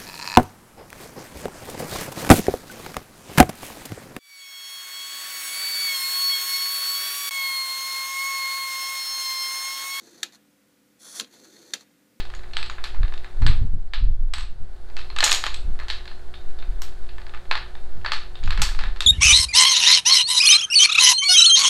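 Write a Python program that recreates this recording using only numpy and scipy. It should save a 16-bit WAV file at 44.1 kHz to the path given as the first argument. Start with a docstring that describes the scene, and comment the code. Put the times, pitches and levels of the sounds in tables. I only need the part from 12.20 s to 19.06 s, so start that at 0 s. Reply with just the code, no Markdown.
"""Wooden blocks on a tiled floor

Toy blocks are picked from a heap, dropped and stacked in a small, hard room; one handful tumbles.
Each impact excites the modes of a block, giving a short clack that reflections prolong.
An appliance hums, and the moving hand-held camera rumbles. The faint sounds dip once in level."""
import sys
import numpy as np
from scipy import signal
from scipy.fft import rfft, irfft, next_fast_len
from scipy.io import wavfile
from scipy.ndimage import uniform_filter1d, minimum_filter1d, map_coordinates

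SR = 44100
rng = np.random.default_rng(int(sys.argv[2]) if len(sys.argv) > 2 else 0)


def unload_wav(signal):
    """Save mono or channel-first audio to the path in sys.argv[1] as 16-bit WAV at rate SR, clipped to [-1, 1]."""
    wavfile.write(
        sys.argv[1],
        SR,
        np.round(np.clip(np.atleast_2d(signal).T, -1, 1) * 32767).astype(np.int16),
    )


N = 302524
TIME = np.arange(N) / SR


def amp(db):
    """Amplitude ratio of a level in decibels."""
    return 10 ** (np.asarray(db) / 20)


def along(points, hz):
    """Interpolation of (f/Hz, value) points on a logarithmic frequency axis."""
    f, values = np.transpose(points)
    return np.interp(np.log(hz + 1), np.log(f + 1), values)


def wobble(rate):
    """Smooth random modulation: a spline through rate knots a second."""
    return map_coordinates(rng.standard_normal(int(N * rate / SR) + 4), [TIME * rate])


def swell(t, start, end, rise_s, fall_s):
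    """Envelope with exponential growth until start, unity until end, then exponential decay."""
    return np.exp(np.minimum(t - start, 0) / rise_s - np.maximum(t - end, 0) / fall_s)


def filtered(x, response):
    """Linear filtering: the spectrum of x is multiplied by a frequency response."""
    size = next_fast_len(N + SR // 2)
    return irfft(rfft(x, size) * response(np.fft.rfftfreq(size, 1 / SR)), size)[:N]


def noise(spectrum):
    """Spectral shaping of white noise, at unit rms."""
    return unit(filtered(rng.standard_normal(N), lambda hz: amp(along(spectrum, hz))))


def unit(x):
    """Normalisation to unit rms."""
    return x / np.sqrt(np.mean(x ** 2) + 1e-20)


def even_noise(spectrum, size=2200):
    """Coloured noise, steadied by division by its running rms."""
    x = noise(spectrum)
    power = np.abs(uniform_filter1d(uniform_filter1d(x ** 2, size), size))
    return x / np.sqrt(power + 0.0036)


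def minimum_phase(gain):
    """The most compact causal pulse with this magnitude spectrum."""
    cepstrum = irfft(np.log(np.maximum(gain, 1e-6)))
    half = len(cepstrum) // 2
    cepstrum[1:half] *= 2
    cepstrum[half + 1:] = 0
    return irfft(np.exp(rfft(cepstrum)))


def add(track, s, sound):
    """Superposition of a sound on the track at time s."""
    start = max(0, round(s * SR))
    part = track[start:start + len(sound)]
    part += sound[:len(part)]


def dip(t, start_s=1.36, fall_s=0.19, hold_s=0.7, recover_s=0.54, depth_db=-8):
    """Brief attenuation of the faint sounds: a quick fall and a slow recovery."""
    corners = start_s + np.cumsum([0, fall_s, hold_s, recover_s])
    return amp(np.interp(t, corners, [0, depth_db, depth_db, 0]))


# partials of the appliance: f/Hz, level/dB
HUM_PARTIALS = [(57.6, -44.5), (60, -63.5), (116, -58.5), (177, -66), (359, -56.5), (403.5, -63.5),
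                (518, -68), (689, -66), (747, -64), (1437, -78), (1497, -66.5)]
# spectrum of the hiss: f/Hz, level/dB
HISS_SPECTRUM = [(40, 2.5), (200, 3), (300, -4.5), (420, 0.5), (750, 1), (1100, -5), (1650, -4),
                 (2500, -14.5), (4300, -10), (5500, -19.5), (9000, -20.5), (13000, -30.5), (16000, -33)]

def appliance_hum(hiss_db=-52, waver_rad=0.33, flutter_db=-0.13):
    """Partials with slight random amplitude and phase modulation sound over broadband hiss."""
    hum = np.zeros(N)
    for hz, db in HUM_PARTIALS:
        peak = np.sqrt(2) * amp(db + flutter_db * wobble(20))
        hum += peak * np.sin(2 * np.pi * hz * TIME + waver_rad * wobble(30))
    return dip(TIME) * (hum + amp(hiss_db) * noise(HISS_SPECTRUM))


# spectra of moving air and of the grip on the case: f/Hz, level/dB
RUMBLE_SPECTRUM = [(5, -6), (14, 5), (25, -5.5), (40, -11), (75, -28.5), (120, -38.5), (300, -72),
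                   (1000, -130)]
GRIP_SPECTRUM = [(25, 15), (50, -26), (80, 17.5), (120, 2.5), (200, -2.5), (300, -15.5), (500, -26),
                 (1000, -77), (3000, -110)]
# jolts of the camera: t/s, duration/s, air level/dB, grip level/dB
CAMERA_JOLTS = [(0.795, 0.04, -12, -54), (1.218, 0.077, -3, -21), (1.4, 0.03, -15.5, -26.5),
                (1.532, 0.011, -16.5, -30), (1.817, 0.07, -9.5, -32), (2.013, 0.041, -16, -46.5),
                (2.17, 0.0099, -27, -43), (2.31, 0.033, -31, -45.5), (2.41, 0.015, -54, -39),
                (3.464, 0.059, -16, -39.5), (4.484, 0.029, -19, -49.5), (5.77, 0.019, -47, -40),
                (6.245, 0.036, -11.5, -30), (6.39, 0.025, -15, -32.5), (6.546, 0.14, -17.5, -44.5)]

def camera_handling(rumble_db=0.5, bump_db=3, sway_db=-21, held_db=-34, ceiling=0.55):
    """Airborne and structure-borne noise: jolts sway the air at the microphone and bump the case."""
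    air, grip = np.full(N, amp(held_db)), np.zeros(N)
    for s, length, air_db, grip_db in CAMERA_JOLTS:
        air += amp(air_db) * swell(TIME, s, s + length, rise_s=0.025, fall_s=0.06)
        grip += amp(grip_db) * swell(TIME, s, s + length, rise_s=0.0088, fall_s=0.037)
    rumble = amp(rumble_db) * air * even_noise(RUMBLE_SPECTRUM) + amp(sway_db) * wobble(17)
    bumps = amp(bump_db) * grip * even_noise(GRIP_SPECTRUM, size=500)
    return ceiling * np.tanh(rumble / ceiling) + bumps


def resonance(hz, centre_hz, q):
    """Power response of one mode; its bandwidth narrows as the quality factor q rises."""
    return 1 / (1 + (2 * q * (hz / centre_hz - 1)) ** 2) ** 1.5


# spectrum of struck wood: f/Hz, level/dB
WOOD_SPECTRUM = [(100, -48.5), (300, -16), (550, -10), (850, -2.5), (1250, 3), (1800, 1.5), (2400, 2),
                 (4300, 6), (5200, -5.5), (6200, -10.5), (8000, -9.5), (10000, -21.5), (12000, -21.5),
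                 (16000, -45.5)]
# hollow modes of wood lying on tile: f/Hz, level/dB
HOLLOW_MODES = [(856, 4.5), (1054, -0.5), (1218, -2.5), (1738, 3.5), (2631, -1)]

def block_impact(knock_db, edge_db, ring_hz, body_db, clink_db=13, knock_hz=2200, edge_hz=5100):
    """Impact excitation: a heavy contact knocks, a sharp corner adds treble, one mode stands out."""
    hz = np.fft.rfftfreq(2048, 1 / SR)
    # a softer contact lasts longer, so its treble falls more steeply
    db_per_octave = 0.65 * min(edge_db + 3, 0)
    dull_db = db_per_octave * np.log2(np.maximum(hz / edge_hz, 1))
    # a long block's mode lies within the clack; a short block's clinks above it
    ring = amp(body_db if ring_hz < edge_hz else clink_db) ** 2 * resonance(hz, ring_hz, q=24)
    # modal strengths vary with the point of contact
    hollow = sum(amp(db + rng.normal(0, 3)) ** 2 * resonance(hz, f, q=16) for f, db in HOLLOW_MODES)
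    power = amp(along(WOOD_SPECTRUM, hz) + dull_db) ** 2 * (1 + ring + hollow)
    # three bands share unit energy
    low = 1 / (1 + (hz / knock_hz) ** 10)
    high = 1 - 1 / (1 + (hz / edge_hz) ** 28)
    bands = power * np.array([low, (1 - low) * (1 - high), high])
    bands /= bands.mean(axis=1, keepdims=True)
    shares = amp([knock_db, 0, edge_db]) ** 2
    return minimum_phase(np.sqrt(shares / shares.sum() @ bands))


# reverberation time, shorter in the treble, which clothes and bedding absorb: f/Hz, T60/s
ROOM_T60 = [(300, 0.34), (1200, 0.32), (4000, 0.32), (7000, 0.31), (13000, 0.27)]
# initial spectrum of the reverberant tail: f/Hz, level/dB
TAIL_SPECTRUM = [(500, -1.5), (1500, 1), (4000, 2), (8000, -0.1), (14000, 1.36)]

def room_response(chatter_db, chatter_t60, walls_db, tail_db, build_s=0.007, reflections=8):
    """Multipath propagation: direct sound, chatter on the tile, early reflections, diffuse tail."""
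    hz, frame_s, spectra = signal.stft(rng.standard_normal(16384), SR, nperseg=256)
    fade_db = along(TAIL_SPECTRUM, hz)[:, None] - 60 * frame_s / along(ROOM_T60, hz)[:, None]
    tail = signal.istft(spectra * amp(fade_db), SR, nperseg=256)[1]
    t = np.arange(len(tail)) / SR
    tail *= 1 - np.exp(-t / build_s)
    chatter = rng.standard_normal(len(t)) * amp(-60 * t / chatter_t60)
    delays = (rng.uniform(0.002, 0.022, reflections) * SR).astype(int)
    walls = np.bincount(delays, rng.standard_normal(reflections), len(t))
    layers = [(0, t == 0), (chatter_db, chatter), (walls_db, walls), (tail_db, tail)]
    return sum(amp(db) * x / np.sqrt(np.sum(x ** 2)) for db, x in layers)


# dominant mode of each block, longest block first: name -> f/Hz
BLOCK_MODES = {"board": 1757, "plank": 2650, "beam": 3670, "bar": 3900, "brick": 4210, "tile": 4450, "stub":
               6820, "cube": 8060, "dowel": 10216, "peg": 11200, "chip": 12100}
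# contacts in picking, tumbling, stacking and rummaging: t/s, level/dB, knock level/dB,
# edge level/dB (both re the middle band), block, first flight/s (0 = held fast)
CONTACTS = [ (0.0032, -11.5, -6, -14, "peg", 0.0045), (0.149, -18, -1, -5, "stub", 0.00089),
            (0.241, -21, 14, -25, "plank", 0), (0.3341, -10, -7.5, -18, "brick", 0.00034),
            (0.368, 1, -5, -15.5, "cube", 0.06), (0.4977, -8, 4, -9, "stub", 0.00084),
            (0.5823, -13, 15, -26, "beam", 0.0019), (0.6401, -4, -2, -10.5, "peg", 0.0047),
            (0.7452, -16.5, 11, -12, "tile", 0.00021), (0.8316, -12, 6.5, -20, "beam", 0.017),
            (0.938, -15, 2.5, -13, "beam", 0.00056), (1.0445, -14, 8, -13, "beam", 0.001),
            (1.2197, -10, 7.5, -11, "brick", 0.0061), (1.2644, 3, -1, -13.5, "cube", 0.0012),
            (1.7353, -2.5, -3, -19, "board", 0.0079), (2.1366, -0.5, -2.5, -8.5, "cube", 0.046),
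            (2.767, -7.5, -3, -13, "plank", 0.024), (2.9012, -14, -1, -23, "brick", 0.00015),
            (2.963, -3.5, 3, -14, "plank", 0.00021), (2.9861, 0.5, -1, -8, "bar", 0),
            (3.0048, 4.5, -5.5, -11.5, "brick", 0.0017), (3.0271, 7, 11, -6, "stub", 0.0013),
            (3.0383, 9.5, -12, -12.5, "stub", 0.0011), (3.0413, 12.5, -13, 9, "stub", 0.00015),
            (3.064, 3, 4, -7, "stub", 0), (3.0775, 2.5, -5, -17, "stub", 0.0176),
            (3.112, 1, -11, 3, "bar", 0.00071), (3.1167, 7, -5, -6, "bar", 0.0011),
            (3.1268, 7.5, -6, 0.5, "stub", 0.02), (3.2387, 1, 0.5, -12.5, "peg", 0.02),
            (3.2648, -2, 0.5, -9, "stub", 0.00037), (3.3428, -7, -14, -8, "cube", 0),
            (3.599, -9, 9, -12, "brick", 0.0021), (3.6829, -9, -2, -10, "tile", 0.0061),
            (3.7006, 0.5, -6.5, -15, "bar", 0.0078), (3.8766, -13.5, -4, -19.5, "brick", 0.00082),
            (4.1393, -15, -6, -22, "beam", 0.0018), (4.387, -18, -9, -24, "beam", 0.00013),
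            (4.425, -17, 8, -23, "beam", 0.0046), (4.6189, -7.5, -3, -1, "chip", 0),
            (4.89, -19.5, -4, -37, "plank", 0.0029), (5.1372, -13.5, 8, -19, "beam", 0.0015),
            (5.312, 7, 3.5, -18.5, "dowel", 0.041), (5.552, -19, 4.5, -16.5, "beam", 0.00061),
            (5.847, -4.5, 10, -15, "tile", 0.00069), (5.861, 1, 4, -19.5, "tile", 0.002),
            (5.919, 4.5, -2.5, -14, "tile", 0.014), (6.1541, -16.5, -6, -25, "beam", 0.00081),
            (6.237, -11, -10, -13.5, "stub", 0.022), (6.3059, -1, 0.5, -15, "chip", 0.00071),
            (6.375, -3.5, 5, -12, "tile", 0.021), (6.4178, 9, -4, -2, "tile", 0.0037),
            (6.5897, -3, 2.5, -14.5, "plank", 0.021), (6.637, -3.5, 6.5, -15.5, "beam", 0),
            (6.8055, 3.5, -7, -8.5, "beam", 0)]

def clacks(level_db=-3.5, flight_ratio=0.55, bounce_loss_db=6.5, tumble_s=(2.95, 3.35), nearer_db=2):
    """Inelastic collision: blocks strike wood and tile; loose ones rebound, ever sooner and softer."""
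    track = np.zeros(N)
    for s, db, knock_db, edge_db, name, flight_s in CONTACTS:
        body_db = 5 + 0.35 * max(-db, 0)  # a light tap lets the mode stand out more
        # the handful tumbles nearer the microphone, so its direct sound is stronger
        near_db = nearer_db * (tumble_s[0] < s < tumble_s[1])
        for bounce in range(3 if flight_s > 0 else 1):
            room = room_response(chatter_db=0.8, chatter_t60=0.021,
                                 walls_db=-7 - near_db, tail_db=0.17 - near_db)
            impact = block_impact(knock_db, edge_db, BLOCK_MODES[name], body_db)
            gain = amp(db + near_db + level_db - bounce_loss_db * bounce)
            add(track, s + 0.0008, gain * signal.fftconvolve(impact, room))
            s += flight_s * flight_ratio ** bounce
    return track


# spells of jostling: start t/s, end t/s, level/dB
JOSTLE_SPELLS = [(0, 0.278, -21.5), (0.368, 0.48, -23), (0.843, 1.023, -22.5), (2.726, 2.835, -21),
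                 (3.049, 3.145, -5.5), (3.58, 3.905, -22), (4.983, 5.198, -19), (5.861, 5.993, -14.5),
                 (6.266, 6.418, -8.5), (6.45, 6.758, -17)]

def jostling(level_db=-3, spread_db=4, resting_db=-33.5, fade_s=0.025, count=150):
    """Random light impacts excite blocks of any size as fingers search the heap or a handful settles."""
    track = np.zeros(N)
    times = (np.arange(count) + rng.random(count)) * N / SR / count
    spells = sum(amp(db) * swell(times, start, end, fade_s, fade_s) for start, end, db in JOSTLE_SPELLS)
    gains = (amp(resting_db) + spells) * dip(times)
    for s, gain, (force, weight, pitch) in zip(times, gains, rng.standard_normal((count, 3))):
        touch = block_impact(knock_db=5.5 + 3.3 * weight, edge_db=-12.5,
                             ring_hz=3900 * np.exp(0.15 * pitch), body_db=6.5)
        room = room_response(chatter_db=0, chatter_t60=0.02, walls_db=-8, tail_db=-3)
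        strength = amp(level_db + spread_db * np.tanh(force))
        add(track, s, gain * strength * signal.fftconvolve(touch, room))
    return track


# spectrum of the struck floor: f/Hz, level/dB
FLOOR_SPECTRUM = [(100, -14.5), (260, -4.5), (450, 4.5), (750, 10), (1200, -5.5), (3000, -52)]
# landings of the tumbling handful: t/s, level/dB
FLOOR_HITS = [(3.027, -5.5), (3.064, -15.5), (3.077, -16.5), (3.117, -9.5)]

def floor_thuds(level_db=-3):
    """Impulse response of the floor: falling blocks excite a dull thud that reverberates in the room."""
    track = np.zeros(N)
    hz = np.fft.rfftfreq(2048, 1 / SR)
    thud = minimum_phase(unit(amp(along(FLOOR_SPECTRUM, hz))))
    for s, db in FLOOR_HITS:
        room = room_response(chatter_db=-28, chatter_t60=0.081, walls_db=1, tail_db=6)
        add(track, s, amp(db + level_db) * signal.fftconvolve(thud, room))
    return track


def scene():
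    """Superposition of all sources at one microphone."""
    return (clacks() + floor_thuds() + jostling() + camera_handling() + appliance_hum())[None]


def record(dry):
    """Peak limiting and band limiting: the camera turns down the highest peaks and cuts the top treble."""
    ceiling, top_hz = 0.94, 16100
    needed = np.minimum(1, ceiling / (np.abs(dry[0]) + 1e-9))
    gain = uniform_filter1d(minimum_filter1d(needed, size=129), size=129)
    return filtered(dry[0] * gain, lambda hz: hz < top_hz)[None]


dry = scene()
out = record(dry)
unload_wav(out)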